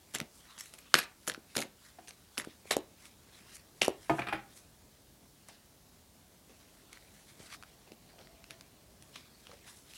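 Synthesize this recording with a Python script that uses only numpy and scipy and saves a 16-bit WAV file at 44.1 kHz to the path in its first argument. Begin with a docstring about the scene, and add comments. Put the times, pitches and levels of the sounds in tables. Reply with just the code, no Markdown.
"""In a small quiet room with hiss and far traffic rumble, a deck of stiff cards is shuffled overhand: packets
scrape down (enveloped noise), card edges snap (decaying sines and cracks), the deck thumps in the palm (air pulses).
It is rapped on a wooden table, faintly and then, near 4 s, hard (modal ringing with clattering noise).
Then single cards are drawn and slid onto cloth (clumped noise strokes) with soft low handling (enveloped noise);
a faint whine (narrow-band noise) sinks in pitch from about 7 to 9 s, and a small squeak (sines) comes near 8.2 s."""
import sys
import numpy as np
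from scipy import signal
from scipy.fft import rfft, irfft, next_fast_len
from scipy.io import wavfile
from scipy.ndimage import uniform_filter1d, map_coordinates

SR = 44100
rng = np.random.default_rng(int(sys.argv[2]) if len(sys.argv) > 2 else 0)


def inscribe(sig):
    """Save sig as 16-bit PCM at rate SR to the path in sys.argv[1].

    A 1-D sig is mono; a 2-D sig holds one channel per row.
    Samples are clipped to [-1, 1] before scaling.
    """
    pcm = np.round(np.clip(np.atleast_2d(sig).T, -1, 1) * 32767)
    wavfile.write(sys.argv[1], SR, pcm.astype(np.int16))


def rack_gain(trim_db):
    """Turn a fader trim in dB into the linear factor to multiply a signal by."""
    fader = np.asarray(trim_db, float)
    return 10 ** (fader / 20)


N = 439677  # samples

# Spectrum of the steady room and microphone hush. Each row: frequency in Hz, relative density in dB.
HUSH_SPECTRUM = [(18, -36), (30, -6), (86, -3.5), (109, -7.5), (199, -6.5), (415, -11.5), (486, -15),
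                 (684, -13.5), (1320, -20), (1500, -19.5), (2480, -22.5), (4300, -19.5), (16000, -23.5)]
# Slow course of the far traffic. Each row: time in seconds, level in dB.
TRAFFIC_LEVEL = [(0, -70), (1.5, -69.5), (1.8, -73.5), (2.7, -66), (4.6, -65.5), (5.9, -68.5), (6.5, -67),
                 (8.3, -64), (9.97, -66.5)]
# Spectrum of the far traffic. Each row: frequency in Hz, relative density in dB.
TRAFFIC_SPECTRUM = [(24, -37.5), (40, 3.5), (221, -1), (298, -5), (504, -8.5), (615, -7.5), (1200, -21),
                    (1560, -60), (2640, -120)]
# Course of the whine. Each row: time in seconds, centre pitch in Hz, central level in dB.
WHINE_COURSE = [(7.45, 735, -76), (7.68, 705, -70.5), (8.08, 685, -72), (8.5, 645, -73), (9.15, 595, -75)]
# Strokes of the hand sliding cards over each other and the cloth. Each row: peak time in seconds, level in dB,
# treble over that level in dB, swell in seconds, fade in seconds.
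HAND_STROKES = [(.36, -68, 3.5, 0.12, 0.22), (.51, -59.5, -13, 0.14, 0.075), (.68, -61, 3.5, 0.11, 0.047),
                (.87, -63.5, -21, 0.17, 0.14), (1.5, -61.5, -21, 0.016, 0.095),
                (1.555, -48, 0, 0.0046, 0.027), (1.857, -63, -2, 0.079, 0.11),
                (2.29, -71, -16, 0.22, 0.081), (2.51, -62, -12, 0.057, 0.058), (2.703, -56, -2, 0.036, .01),
                (3.055, -59.5, -1.5, 0.076, 0.069), (3.35, -61, -6, 0.12, 0.2),
                (3.51, -55.5, -7, 0.069, 0.087), (3.555, -57.5, 9, 0.019, 0.019),
                (4.085, -59.5, -1, 0.12, 0.045), (4.18, -59, 4, 0.067, 0.044), (4.5, -62, -11, 0.034, 0.12),
                (4.572, -60, 6, 0.034, 0.036), (5.489, -56, -11, 0.013, 0.064),
                (6.55, -67.5, -5, 0.049, 0.64), (6.94, -60, -12, 0.086, 0.071),
                (7.18, -64, -0.5, 0.17, 0.15), (7.3, -61.5, -4.5, .04, 0.037),
                (7.46, -59.5, 1.5, 0.085, 0.031), (7.544, -48, -6.5, 0.067, 0.018),
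                (7.7, -65.5, -11, 0.17, 0.13), (8.3, -68.5, -15, 0.68, 1), (8.51, -58, -18, 0.011, 0.058),
                (9.03, -67, -0.5, 0.037, 0.031), (9.16, -55, -11, 0.027, 0.1), (9.47, -62, -9, 0.14, 0.21),
                (9.68, -54.5, -2.5, 0.036, 0.057), (9.77, -65, 4.5, 0.095, 0.075),
                (9.96, -56.5, -2, 0.1, .1)]
# Spectrum of sliding paper. Each row: frequency in Hz, relative density in dB.
SLIDE_SPECTRUM = [(500, -37), (1000, -6), (2100, -4.5), (2500, -4.5), (2900, -4.5), (4000, -4),
                  (6000, -10.5), (9000, -40.5)]
# Spectrum of the bright card varnish. Each row: frequency in Hz, relative density in dB.
VARNISH_SPECTRUM = [(3000, -36.5), (5500, -2), (8000, 0), (11000, -1.5), (13000, -11.5), (16000, -26.5)]
# Deck squared against the palm. Each row: peak time in seconds, peak level in dB, initial pitch in Hz.
PALM_THUMPS = [(0.156, -36.5, 340), (0.215, -34.5, 277), (0.9426, -23.5, 430), (0.954, -24, 406),
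               (1.302, -40.5, 393), (1.568, -38.5, 403), (1.279, -35, 455), (1.378, -39, 397),
               (1.653, -43, 351), (2.384, -36, 405), (2.473, -34, 394), (2.656, -44.5, 620),
               (2.712, -19, 722), (2.7679, -15.5, 570), (3.819, -18.5, 712), (3.8818, -12, 606),
               (7.404, -47, 156), (7.403, -44.5, 440), (7.92, -41.5, 430)]
# Deck rapped on the table. Each row: start in seconds, table level in dB, clatter level in dB,
# clack level in dB, clack pitch in Hz.
TABLE_RAPS = [(1.9858, -52, -51.5, -44.5, 720), (4.0955, -20.5, -30.5, -19.5, 919),
              (4.1839, -35.5, -47, -27, 1560), (4.191, -35, -34, -22.5, 2410),
              (4.219, -46, -38, -22.5, 2330), (4.2693, -47, -32.5, -33, 1200), (4.285, -45, -33, -31, 1290),
              (4.3255, -33.5, -29, -27.5, 810), (4.332, -41, -38, -24, 2440)]
# Modes of the table top. Each row: frequency in Hz, level over the rap in dB, 60 dB decay time in seconds.
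TABLE_MODES = [(131, -11, 0.28), (212, -12.5, 0.24), (323.4, -2, 0.19), (382, -4.5, 0.083),
               (538, -8.5, 0.09), (707, 2.5, 0.07), (811, 3.5, 0.055), (982, -12, 0.12),
               (1240, -9.5, 0.098), (1738, -7, 0.045), (2230, -11.5, 0.049), (2477, -17, 0.06)]
# Spectrum of loose cards clattering on wood. Each row: frequency in Hz, relative density in dB.
CLATTER_SPECTRUM = [(530, -9), (900, -12), (1030, -4), (1460, 1.5), (1820, -3.5), (2390, -2.5), (3640, -13),
                    (4580, -18), (5000, -19), (6000, -32), (7800, -47), (13200, -120)]
# Packets scraping into the deck and, after 5 s, soft low handling of cards. Each row: start in seconds,
# level in dB, treble over it in dB, body over it in dB, length in seconds.
DROPS_AND_HANDLING = [(0.141, -41, 8, -6, 0.014), (0.196, -55.5, -16, 11.5, 0.019),
                      (0.58, -48.5, 4.5, -21, 0.058), (0.735, -56.5, 4, -3, 0.0097),
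                      (0.78, -57, 1, -29, 0.032), (0.9415, -30.5, -6, -6.5, 0.105),
                      (1.274, -41.5, 4.5, 0.5, 0.03), (1.5636, -38, -1.5, -0.5, 0.077),
                      (2.079, -53.5, 5.5, -7, 0.012), (2.377, -39, 4.5, -5.5, 0.028),
                      (2.7064, -31.5, 1, -8, 0.022), (3.8136, -29, -2.5, -12, 0.04),
                      (5.487, -60, -12, 5, 0.018), (6.494, -60.5, -16, 0, 0.05),
                      (6.919, -57.5, -11, -5, 0.018), (7.394, -59, -2.5, 2.5, 0.1),
                      (7.871, -67, -18, 9.5, 0.04), (8.132, -71, -17.5, 12, 0.07),
                      (8.183, -59, -25.5, 2, 0.14), (8.5, -57, -12, -0.5, 0.02),
                      (9.154, -52, -2, -16, 0.016), (9.494, -58, -20, 3, 0.06)]
# Spectrum of card scraping on card. Each row: frequency in Hz, relative density in dB.
SCRAPE_SPECTRUM = [(530, -35), (900, -10.5), (1170, -5.5), (1510, -3.5), (2350, -3), (2650, -2.5),
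                   (4440, -5.5), (7000, -14.5), (9100, -42.5), (15400, -120)]
# Spectrum of flexing cards. Each row: frequency in Hz, relative density in dB.
FLEX_SPECTRUM = [(60, -23.5), (150, -1.5), (300, -2.5), (600, -2.5), (900, -8), (1500, -42.5)]
# Card edges snapping, and a small squeak near 8.2 s. Each row: start in seconds, level in dB, ring pitch in Hz,
# bright crack over that level in dB.
SNAPS_AND_SQUEAK = [(0.1382, -34, 4570, -6), (0.1498, -22.5, 1740, -5.5), (0.1565, -23, 2000, -10.5),
                    (0.1605, -23, 2100, -27), (0.1852, -28, 6500, -7), (0.2017, -19, 2120, -11.5),
                    (0.2132, -28, 2700, -20), (0.5791, -30.5, 3100, -26.5), (0.6578, -35, 2300, -9),
                    (0.7384, -31.5, 3180, -10), (0.9416, 0, 1555, -16), (0.9415, -2.5, 4950, -17),
                    (0.9525, -9.5, 1990, -20.5), (0.9702, -25, 2490, -16.5), (0.9774, -24, 1510, -8.5),
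                    (0.9828, -23.5, 1600, -13.5), (0.9914, -18.5, 1820, -9), (0.9938, -25.5, 1710, -22.5),
                    (1.0295, -33.5, 2000, -8), (1.2698, -35, 2050, -2), (1.2768, -21.5, 1460, -3.5),
                    (1.291, -29, 1520, -12), (1.298, -16, 1690, -14), (1.3179, -26, 2000, -18),
                    (1.3388, -35, 4700, -8), (1.3466, -26, 1460, -22), (1.5533, -24.5, 1510, -19),
                    (1.5653, -18, 5000, -5.5), (1.5683, -10.5, 5130, -13), (1.5855, -26, 2230, -17),
                    (1.5895, -22.5, 2290, -6.5), (1.6044, -25.5, 4220, -4), (1.6177, -20, 4950, -17),
                    (1.6232, -23, 2170, -12.5), (1.6255, -26.5, 2180, -12), (2.0748, -37.5, 2750, -12),
                    (2.0825, -34, 4550, -8), (2.1077, -32.5, 2380, -19), (2.3739, -29.5, 1550, -16),
                    (2.3788, -14.5, 2900, -14), (2.3989, -22, 1940, -26), (2.4129, -33.5, 1900, -16),
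                    (2.4435, -37, 1160, -17), (2.4477, -31.5, 1450, -10), (2.7096, -13, 2000, -9.5),
                    (2.7118, -10, 2130, -18.5), (2.7175, -19, 1680, -14.5), (2.727, -19, 2100, -13),
                    (2.7668, -24.5, 3100, 0), (3.055, -33.5, 3370, -21), (3.5674, -37.5, 2460, -6),
                    (3.8176, -4.5, 2670, -25), (3.8285, -22.5, 2980, -21.5), (3.834, -19, 2000, -15),
                    (3.8465, -20, 2820, -11.5), (3.8808, -27.5, 2770, 2), (5.4861, -43.5, 1170, 2.5),
                    (6.9296, -29, 2200, -12), (6.973, -38, 2000, -21), (7.025, -45, 2200, -24.5),
                    (7.527, -34, 1210, -17), (7.5375, -34, 4200, -13), (7.547, -36.5, 1240, -25),
                    (7.6256, -35.5, 1340, -14), (7.635, -35.5, 1430, -19), (7.9195, -35, 2770, -17),
                    (8.19, -37.5, 3350, -29.5), (8.212, -48, 3350, -30), (8.272, -42, 1940, -20),
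                    (8.4416, -34, 2800, -17), (8.5075, -27, 2460, -12.5), (8.6098, -32, 4770, -15),
                    (9.0238, -38.5, 3500, -7), (9.1581, -28.5, 2120, -27), (9.4694, -33, 3020, -18),
                    (9.5155, -37.5, 1240, -29), (9.6786, -41, 1460, -25), (9.9359, -35.5, 2560, -11)]
# Reverberation of the room. Each row: frequency in Hz, 60 dB decay time in seconds.
ROOM_DECAY = [(150, 0.14), (1000, 0.33), (4000, 0.23), (12000, 0.028)]
# Early reflections. Each row: delay in seconds, level in dB before the source's own offset.
WALL_ECHOES = [(.0078, -25.5), (0.013, -18), (0.0216, -22.5)]

SAG_T60_S = 0.2  # a scrape sags at this rate, slower when it is long


def unit(x):
    """Normalisation: scales x to rms 1."""
    return x / np.sqrt(np.mean(x ** 2) + 1e-20)


def along(points, hz):
    """Logarithmic frequency scale: interpolates (Hz, value) points at hz."""
    f, v = np.transpose(points)
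    return np.interp(np.log(hz + 1), np.log(f + 1), v)


def curves(rows):
    """Linear interpolation: one value per sample for each column after the time."""
    s, *columns = np.transpose(rows)
    return [np.interp(np.arange(N) / SR, s, column) for column in columns]


def wobble(rate):
    """Band-limited fluctuation: a smooth random curve with rate knots a second."""
    knots = rng.standard_normal(int(N * rate / SR) + 4)
    return map_coordinates(knots, [np.arange(N) * rate / SR])


def noise(spectrum, patchy_db, grit_db):
    """Filtered noise of rms 1, patchy in time and frequency, with millisecond grit."""
    z = signal.stft(rng.standard_normal(N + 512), nperseg=256)[2]
    field = uniform_filter1d(rng.standard_normal(z.shape), 3, 0)
    field = unit(uniform_filter1d(field, 24, 1))
    patchy = signal.istft(z * rack_gain(patchy_db * field), nperseg=256)[1][:N]
    gritty = patchy * rack_gain(grit_db * wobble(700))
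    m = next_fast_len(N)
    response = rack_gain(along(spectrum, np.fft.rfftfreq(m, 1 / SR)))
    return unit(irfft(rfft(gritty, m) * response, m)[:N])


def decay(t, t60):
    """Exponential damping: falls 60 dB in t60 seconds."""
    return rack_gain(-60 * t / t60)


def add(out, s, sound):
    """Superposition: mixes a short sound in at s seconds."""
    part = out[round(s * SR):][:len(sound)]
    part += sound[:len(part)]


def whine():
    """Narrow-band noise: two random quadrature amplitudes on a sinking carrier give a hoarse, broken tone."""
    hz, db = curves(WHINE_COURSE)
    first, last = WHINE_COURSE[0][0], WHINE_COURSE[-1][0]
    on = np.interp(np.arange(N) / SR, [first - 0.2, first, last, last + 0.11], [0, 1, 1, 0])
    phase = 2 * np.pi * np.cumsum(hz + 15 * wobble(9)) / SR  # the pitch wavers
    level = on * rack_gain(db + 5 * wobble(10))
    return level * (wobble(90) * np.sin(phase) + wobble(90) * np.cos(phase))


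def background():
    """Incoherent ambient sources: steady hush, slowly moving traffic noise and the whine."""
    hush = rack_gain(-63) * noise(HUSH_SPECTRUM, patchy_db=-0.97, grit_db=0.5)
    rumble = rack_gain(curves(TRAFFIC_LEVEL)[0]) * noise(TRAFFIC_SPECTRUM, patchy_db=1.5, grit_db=0.5)
    return hush + rumble + whine()


def slides():
    """Sliding friction: clumped noise under each stroke of the hand and around every drop or soft handling."""
    swell_db, rest_db = 12, -76  # rise or fall over one swell or fade time; hands at rest
    t = np.arange(N) / SR
    # cards slide in ahead of each drop or handling
    leads = [(s, min(-66, db - 14.5), 0, 0.12, 0.1) for s, db, *_ in DROPS_AND_HANDLING]
    low, top = np.full((2, N), rack_gain(rest_db))
    for s, db, treble_db, swell, fade in HAND_STROKES + leads:
        stroke = rack_gain(db - swell_db * np.maximum((s - t) / swell, (t - s) / fade))
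        low = np.hypot(low, stroke)
        top = np.hypot(top, stroke * rack_gain(treble_db))
    clumps = unit(rack_gain(1.2 * wobble(45) + 1.5 * wobble(250)))
    rustle = low * noise(SLIDE_SPECTRUM, patchy_db=3.5, grit_db=-1.0)
    sheen = top * noise(VARNISH_SPECTRUM, patchy_db=1.5, grit_db=-1.5)
    return clumps * (rustle + sheen)


def thumps():
    """Volume displacement: soft contact gives a strong push of air, a weaker, slower pull and a low rough ring."""
    palm_db, palm_pitch, palm_t60_s = -18, 0.6, 0.17  # hollow of the hand: over the push, share of its pitch
    out, ring = np.zeros((2, N))
    t = np.arange(-SR // 50, SR // 8) / SR
    late = np.maximum(t, 0)
    for s, db, hz in PALM_THUMPS:
        swing = np.cos(2 * np.pi * hz * t / (1 + 0.23 * hz * late))  # slows after the peak
        push = swing * np.exp(-(t * hz / np.where(t < 0, 0.3, 1.05)) ** 2)
        hollow = np.sin(2 * np.pi * palm_pitch * hz * late) * decay(late, palm_t60_s)
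        add(out, s + t[0], rack_gain(db) * push)
        add(ring, s + t[0], rack_gain(db + palm_db) * hollow)
    return out + ring * wobble(160)


def raps():
    """Modal excitation: every rap clacks, rings the table modes roughly and sets the loose cards clattering."""
    swell_cycles = 1.6  # time constant of each mode's build-up
    boom_db, rattle_db = -14.5, -22  # deck's own flex over the table; bright rattle over the clatter
    wood, shake, boom = np.zeros((3, N))
    t = np.arange(SR // 3) / SR
    rise = 1 - np.exp(-t / 0.001)
    for s, db, clatter_db, clack_db, clack_hz in TABLE_RAPS:
        for hz, mode_db, t60 in TABLE_MODES:
            drift = np.cumsum(rng.standard_normal(len(t))) * 0.04  # cloth and hands blur each mode
            strength = rack_gain(db + mode_db + rng.normal(0, 0.68))  # new at every rap
            envelope = (1 - np.exp(-t * hz / swell_cycles)) * decay(t, t60)
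            add(wood, s, strength * envelope * np.sin(2 * np.pi * hz * t + drift))
        clack = rise * decay(t, 36 / clack_hz) * np.sin(2 * np.pi * clack_hz * t)
        add(wood, s, rack_gain(clack_db) * clack)
        add(shake, s, rack_gain(clatter_db) * rise * (decay(t, 0.031) + 0.23 * decay(t, 0.19)))
        add(boom, s, rack_gain(db + boom_db) * rise * decay(t, 0.13))
    clatter = noise(CLATTER_SPECTRUM, patchy_db=1.5, grit_db=3.0)
    rattle = rack_gain(rattle_db) * noise(VARNISH_SPECTRUM, patchy_db=-4.5, grit_db=-0.5)
    return wood + shake * (clatter + rattle) + boom * noise(FLEX_SPECTRUM, patchy_db=1.0, grit_db=1.0)


def drops_and_handling():
    """Friction noise: dropped packets, and later soft low handling, start fast, sag for a while and fade."""
    sheen_sag_t60_s, sag_per_length, fade_t60_s = 0.17, 1.5, 0.13
    t = np.arange(SR // 3) / SR
    mid, top, low = np.zeros((3, N))
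    for s, db, treble_db, body_db, length in DROPS_AND_HANDLING:
        after = np.maximum(t - length, 0)
        sag = decay(t, SAG_T60_S + sag_per_length * length / 2)
        stroke = rack_gain(db) * np.minimum(t / 0.0011, 1) * sag
        sheen_sag = decay(t, sheen_sag_t60_s + sag_per_length * length)
        sheen = rack_gain(db + treble_db) * np.minimum(t / 0.008, 1) * sheen_sag
        add(mid, s, stroke * decay(after, fade_t60_s))
        add(top, s, sheen * decay(after, 0.27 * fade_t60_s))
        add(low, s, stroke * rack_gain(body_db) * decay(after, 4.0 * fade_t60_s))
    flutter = unit(rack_gain(4.5 * wobble(260) + 2 * wobble(70)))  # cards catch one after another
    scrape = mid * noise(SCRAPE_SPECTRUM, patchy_db=2.5, grit_db=3.0)
    scrape = scrape + top * noise(VARNISH_SPECTRUM, patchy_db=5.5, grit_db=0.5)
    return flutter * scrape + low * noise(FLEX_SPECTRUM, patchy_db=3, grit_db=0)


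def ticks(count):
    """Random impacts: snap rows for count stray edges that catch by chance in every drop or soft handling."""
    tick_db, ring_hz, crack_db, trail_s = 2.5, 2000, -10, 0.02  # central values; trail is added to the length
    soft_share = 0.4  # dull, soft rows: dB lost per dB of missing treble
    when = rng.random((len(DROPS_AND_HANDLING), count))
    spread = rng.standard_normal((len(DROPS_AND_HANDLING), count, 2))
    rows = []
    for (s, db, treble_db, _, length), times, spreads in zip(DROPS_AND_HANDLING, when, spread):
        for u, (a, b) in zip(times, spreads):
            sag_db = 60 * u * length / SAG_T60_S
            level_db = db + tick_db + soft_share * min(treble_db, 0) - sag_db + 3 * a
            start = s + u * (length + trail_s)
            rows.append((start, level_db, ring_hz * np.exp(0.66 * b), crack_db + 4 * b))
    return rows


def snaps_and_squeak():
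    """Sudden release of strain: a card rings milliseconds under two cracks; the squeak is made of such rings."""
    slip_s, crack_t60_s = 0.00015, 0.008  # the edge lets go; its crack dies
    ring_cycles, overtone, overtone_db, broad_db = 13, 1.8, -5, -10  # cycles to fall 60 dB; frequency ratio
    out, t = np.zeros(N), np.arange(SR // 25) / SR
    bright_noise = noise(VARNISH_SPECTRUM, patchy_db=0, grit_db=0)
    broad_noise = noise(SCRAPE_SPECTRUM, patchy_db=0, grit_db=0)
    rise = 1 - np.exp(-t / slip_s)
    burst = rise * decay(t, crack_t60_s)
    burst_rms = np.sqrt(np.mean(burst ** 2))
    rows = SNAPS_AND_SQUEAK + ticks(count=9)
    for (s, db, hz, crack_db), u in zip(rows, rng.random(len(rows))):
        start = int(u * (N - SR))  # a random stretch of noise for each crack
        bright = unit(bright_noise[start:start + len(t)] * burst) * burst_rms
        broad = unit(broad_noise[start:start + len(t)] * burst) * burst_rms
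        ring = np.zeros(len(t))
        for f, partial_db in [(hz, -3), (overtone * hz, overtone_db)]:
            ring += rack_gain(partial_db) * np.sin(2 * np.pi * f * t) * decay(t, ring_cycles / f)
        add(out, s, rack_gain(db) * (rise * ring + rack_gain(broad_db) * broad + rack_gain(crack_db) * bright))
    thin_card = signal.butter(2, 500, "high", fs=SR, output="sos")  # a thin card moves no bass
    return signal.sosfilt(thin_card, out)


def room(x, walls_db, tail_db):
    """Reflection and reverberation: early wall echoes, then a diffuse tail dying by frequency."""
    out, hop = x.copy(), SR // 4
    for s, db in WALL_ECHOES:
        add(out, s, rack_gain(db + walls_db) * x)
    for start in range(0, N, hop):  # the hands move, so the tail is new each quarter second
        hz, t, z = signal.stft(rng.standard_normal(SR // 3), SR, nperseg=256)
        damped = z * decay(t, along(ROOM_DECAY, hz)[:, None])
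        tail = signal.istft(damped, SR, nperseg=256)[1]
        tail = tail / np.linalg.norm(tail)
        add(out, start / SR + 0.004, rack_gain(tail_db) * signal.fftconvolve(x[start:start + hop], tail))
    return out


def scene():
    """Superposition of near sources in a small room; low thumps come back mostly as single echoes."""
    snapping = room(snaps_and_squeak(), walls_db=-0.5, tail_db=-21)  # close sounds carry little room
    scraping = room(drops_and_handling() + raps(), walls_db=-3.0, tail_db=-11.0)
    thumping = room(thumps(), walls_db=2, tail_db=-19.5)  # low pushes return strongly from the walls
    return (snapping + scraping + thumping + slides() + background())[None]


def top_cut(x):
    """Nothing passes above the cut-off."""
    return signal.sosfilt(signal.butter(12, 16030, fs=SR, output="sos"), x)


def record(dry):
    """Dynamic compression: gain dips after loud hits and recovers slowly; the microphone drops deep bass."""
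    loud_db = 10 * np.log10(np.abs(uniform_filter1d(dry[0] ** 2, 441)) + 1e-12)  # over 10 ms
    keep = np.exp(-1 / (0.25 * SR))  # 0.25 s time constant
    excess_db = signal.lfilter([1 - keep], [1, -keep], np.maximum(loud_db + 28.5, 0))
    level = dry * rack_gain(-0.4 * excess_db)
    level = level / (1 + np.abs(level) ** 6) ** (1 / 6)  # the input stage rounds the highest peaks
    level = signal.sosfilt(signal.butter(3, 40, "high", fs=SR, output="sos"), level)
    return top_cut(level)


dry = scene()
out = record(dry)
inscribe(out)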